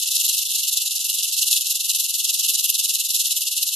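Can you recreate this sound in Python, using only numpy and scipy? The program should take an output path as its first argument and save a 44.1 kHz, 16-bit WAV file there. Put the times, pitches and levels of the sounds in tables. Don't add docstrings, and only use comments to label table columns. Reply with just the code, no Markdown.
import sys
import numpy as np
from scipy import signal
from scipy.fft import rfft, irfft
from scipy.io import wavfile

SR = 44100
rng = np.random.default_rng(int(sys.argv[2]) if len(sys.argv) > 2 else 0)


def wav_out(sig):
    wavfile.write(sys.argv[1], SR, np.round(np.clip(np.atleast_2d(sig).T, -1, 1) * 32767).astype(np.int16))


N = 165375
TIME_S = np.arange(N) / SR

START_PHASE_CYCLES, TIMING_SPREAD_CYCLES, TIMING_DRIFTS_PER_S = 0.36, 0.013, 20
MEAN_SWING_DEPTH_DB, DEPTH_GROWTH_DB_PER_S = 9, 0.7
SWING_SPREAD_DB, SWING_SHARPNESS = 0.36, 0.89
CLUMP_DB, CLUMPS_PER_S = 1.03, 200
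SNAPS_PER_S, SNAP_DB, SNAP_DECAY_S = 85, -1.5, 0.0013
CONTACTS_PER_S, CONTACT_HALF_RANGE_DB = 9000, 3.5
MODE_CLUMP_DB, MODE_CLUMPS_PER_S = 2.1, 140
MODE_WANDER_DB, MODE_WANDERS_PER_S = 1.28, 30
LOW_BAND_WAVER_DB, LOW_BAND_WAVERS_PER_S = 7, 12
SHELL_DB, CRACKLE_DB, RUSTLE_DB = -5, -4.5, -60.5
RUSTLE_LEFT_DB = -6
HUM_HZ, HUM_POLE_WIDTH_HZ, HUM_DB = 41.5, 12, -102
LOW_CUT_HZ, HIGH_CUT_HZ = 2600, 12400


def from_db(db):
    return 10 ** (np.asarray(db) / 20)


def rms_one(x):
    return x / np.sqrt(np.mean(x ** 2) + 1e-20)


def in_time(rows):
    return np.interp(TIME_S, *np.transpose(rows))


def colour(x, points, share=1):
    curve_hz, curve_db = np.transpose(points)
    bins_hz = np.maximum(np.arange(N + 1) * SR / (2 * N), 1)
    bins_db = np.interp(np.log(bins_hz), np.log(curve_hz), curve_db)
    return irfft(rfft(x, 2 * N) * from_db(share * bins_db))[..., :N]


def drift(per_s):
    return rms_one(np.interp(TIME_S * per_s, np.arange(N), rng.uniform(-1, 1, N)))


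def resonate(x, hz, width_hz):
    radius = np.exp(-np.pi * width_hz / SR)
    zeros = np.array([1, 0, -1]) * (1 - radius * radius) / 2
    poles = [1, -2 * radius * np.cos(2 * np.pi * hz / SR), radius * radius]
    return signal.lfilter(zeros, poles, x)


def narrow(x, hz, width_hz):
    once = resonate(x, hz, width_hz)
    return rms_one(resonate(once, hz, width_hz))


def tail_swing():
    # start_s, swings_per_s
    swing_rate = [(0.0, 21.22), (0.12, 23.5), (0.25, 21.73), (0.38, 23.02), (0.44, 28.32), (0.5, 18.11),
                  (0.56, 24.52), (0.62, 23.59), (0.69, 21.41), (0.75, 22.1), (0.82, 22.57), (0.88, 18.78),
                  (1.0, 23.33), (1.12, 21.27), (1.62, 21.19), (2.1, 20.25), (2.25, 20.08), (2.38, 20.25),
                  (2.5, 20.01), (2.62, 19.8), (2.75, 20.08), (2.87, 19.58), (3.0, 19.17), (3.12, 20.87),
                  (3.25, 16.73), (3.38, 19.83), (3.75, 18.62)]
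    # start_s, level_db
    vigour = [(0.0, -18), (0.1, -20.5), (0.15, -14.5), (0.2, -18.5), (0.3, -17), (0.5, -22), (0.55, -17),
              (0.65, -20.5), (0.8, -19), (0.85, -21.5), (1.35, -19.5), (1.4, -14), (1.45, -19),
              (1.55, -14.5), (1.6, -21), (1.65, -21.5), (1.7, -17.5), (1.8, -21.5), (1.9, -19.5),
              (2.0, -18), (2.05, -22), (2.2, -19.5), (2.35, -20), (2.4, -18), (2.7, -20), (2.75, -22),
              (2.8, -18), (3.1, -21.5), (3.15, -17.5), (3.45, -21.5), (3.7, -20.5), (3.75, -22)]
    phase_cycles = START_PHASE_CYCLES + np.cumsum(in_time(swing_rate)) / SR
    swing_index = np.round(phase_cycles).astype(int)
    uneven_cycles = phase_cycles + TIMING_SPREAD_CYCLES * drift(TIMING_DRIFTS_PER_S)
    thrust = np.abs(np.cos(np.pi * uneven_cycles)) ** (2 * SWING_SHARPNESS)
    depth_db = MEAN_SWING_DEPTH_DB + DEPTH_GROWTH_DB_PER_S * (TIME_S - TIME_S.mean())
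    chance_db = SWING_SPREAD_DB * rng.standard_normal(size=200)[swing_index]
    return from_db(in_time(vigour) + depth_db * (thrust - 0.5) + chance_db * thrust)


def collisions():
    snap_starts = rng.random(N) < SNAPS_PER_S / SR
    last_snap_s = np.maximum.accumulate(TIME_S * snap_starts)
    snaps = from_db(SNAP_DB) * np.exp(-(TIME_S - last_snap_s) / SNAP_DECAY_S)
    clumps = from_db(CLUMP_DB * drift(CLUMPS_PER_S))
    return rms_one(clumps * (1 + snaps))


def contacts():
    sizes = from_db(CONTACT_HALF_RANGE_DB * rng.uniform(-1, 1, N))
    signed_sizes = sizes * rng.choice([-1, 1], N)
    return rms_one(signed_sizes * (rng.random(N) < CONTACTS_PER_S / SR))


def shell(force):
    # pitch_hz, width_hz, drive_db
    shell_modes = [(2857, 274, -1), (3270, 110, -9.5), (3562, 206, -1.5), (3936, 200, 0), (4124, 213, -1),
                   (5420, 1100, -8), (7134, 650, -2), (8410, 1000, -8), (10500, 1180, -3.5),
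                   (12010, 1130, 0.5)]
    rings = 0
    for pitch_hz, width_hz, drive_db in shell_modes:
        burst_db = MODE_CLUMP_DB * drift(MODE_CLUMPS_PER_S)
        wander_db = MODE_WANDER_DB * drift(MODE_WANDERS_PER_S)
        drive = from_db(drive_db + burst_db + wander_db) * force * contacts()
        rings = rings + resonate(drive, pitch_hz, width_hz)
    return from_db(SHELL_DB) * rms_one(rings)


def crackle(force):
    # frequency_hz, relative_db_per_hz
    crackle_spectrum = [(2600, -7.5), (3200, -6), (3450, -3.5), (4050, -3), (4500, -1), (6500, 2),
                        (7400, -1.5), (8000, -5.5), (9500, -0.5), (11300, -2.5), (12300, -5)]
    # frequency_hz, left_minus_right_db
    side_lean = [(4200, 0), (4900, -3), (6100, 0.5), (6400, -2), (7600, 1.5), (9400, -1), (9900, 4),
                 (12000, 0.5)]
    sides = []
    for lean_share in (0.5, -0.5):
        clicks = colour(force * contacts(), crackle_spectrum)
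        sides.append(colour(clicks, side_lean, lean_share))
    return from_db(CRACKLE_DB) * rms_one(np.array(sides))


def rustle(force):
    # frequency_hz, relative_db_per_hz
    rustle_spectrum = [(40, 6), (70, -25), (130, -12.5), (220, -2), (500, -3.5), (1700, 0), (2000, 1),
                       (4000, -32)]
    noise = rms_one(colour(force * rng.standard_normal((2, N)), rustle_spectrum))
    side_gains = np.array([[from_db(RUSTLE_LEFT_DB)], [1]])
    return from_db(RUSTLE_DB) * noise * side_gains


def low_bands(force):
    # centre_hz, pole_width_hz, level_db (relative to the force rms)
    band_rows = [(2002, 43, -60), (2281, 52, -52.5)]
    bands = 0
    for centre_hz, pole_width_hz, level_db in band_rows:
        waver = from_db(LOW_BAND_WAVER_DB * drift(LOW_BAND_WAVERS_PER_S))
        clicks = force * contacts() * waver
        bands = bands + from_db(level_db) * narrow(clicks, centre_hz, pole_width_hz)
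    return bands


def hum():
    return from_db(HUM_DB) * narrow(rng.standard_normal((2, N)), HUM_HZ, HUM_POLE_WIDTH_HZ)


def scene():
    force = tail_swing() * collisions()
    low_cut = signal.cheby1(14, 0.3, LOW_CUT_HZ, "high", fs=SR, output="sos")
    rattle = signal.sosfilt(low_cut, shell(force) + crackle(force))
    force_layers = rattle + rustle(force) + low_bands(force)
    force_rms = np.sqrt(np.mean(force ** 2))
    return force_rms * force_layers + hum()


def record(dry):
    high_cut = signal.ellip(12, 0.1, 90, HIGH_CUT_HZ, fs=SR, output="sos")
    return signal.sosfilt(high_cut, dry)


dry = scene()
out = record(dry)
wav_out(out)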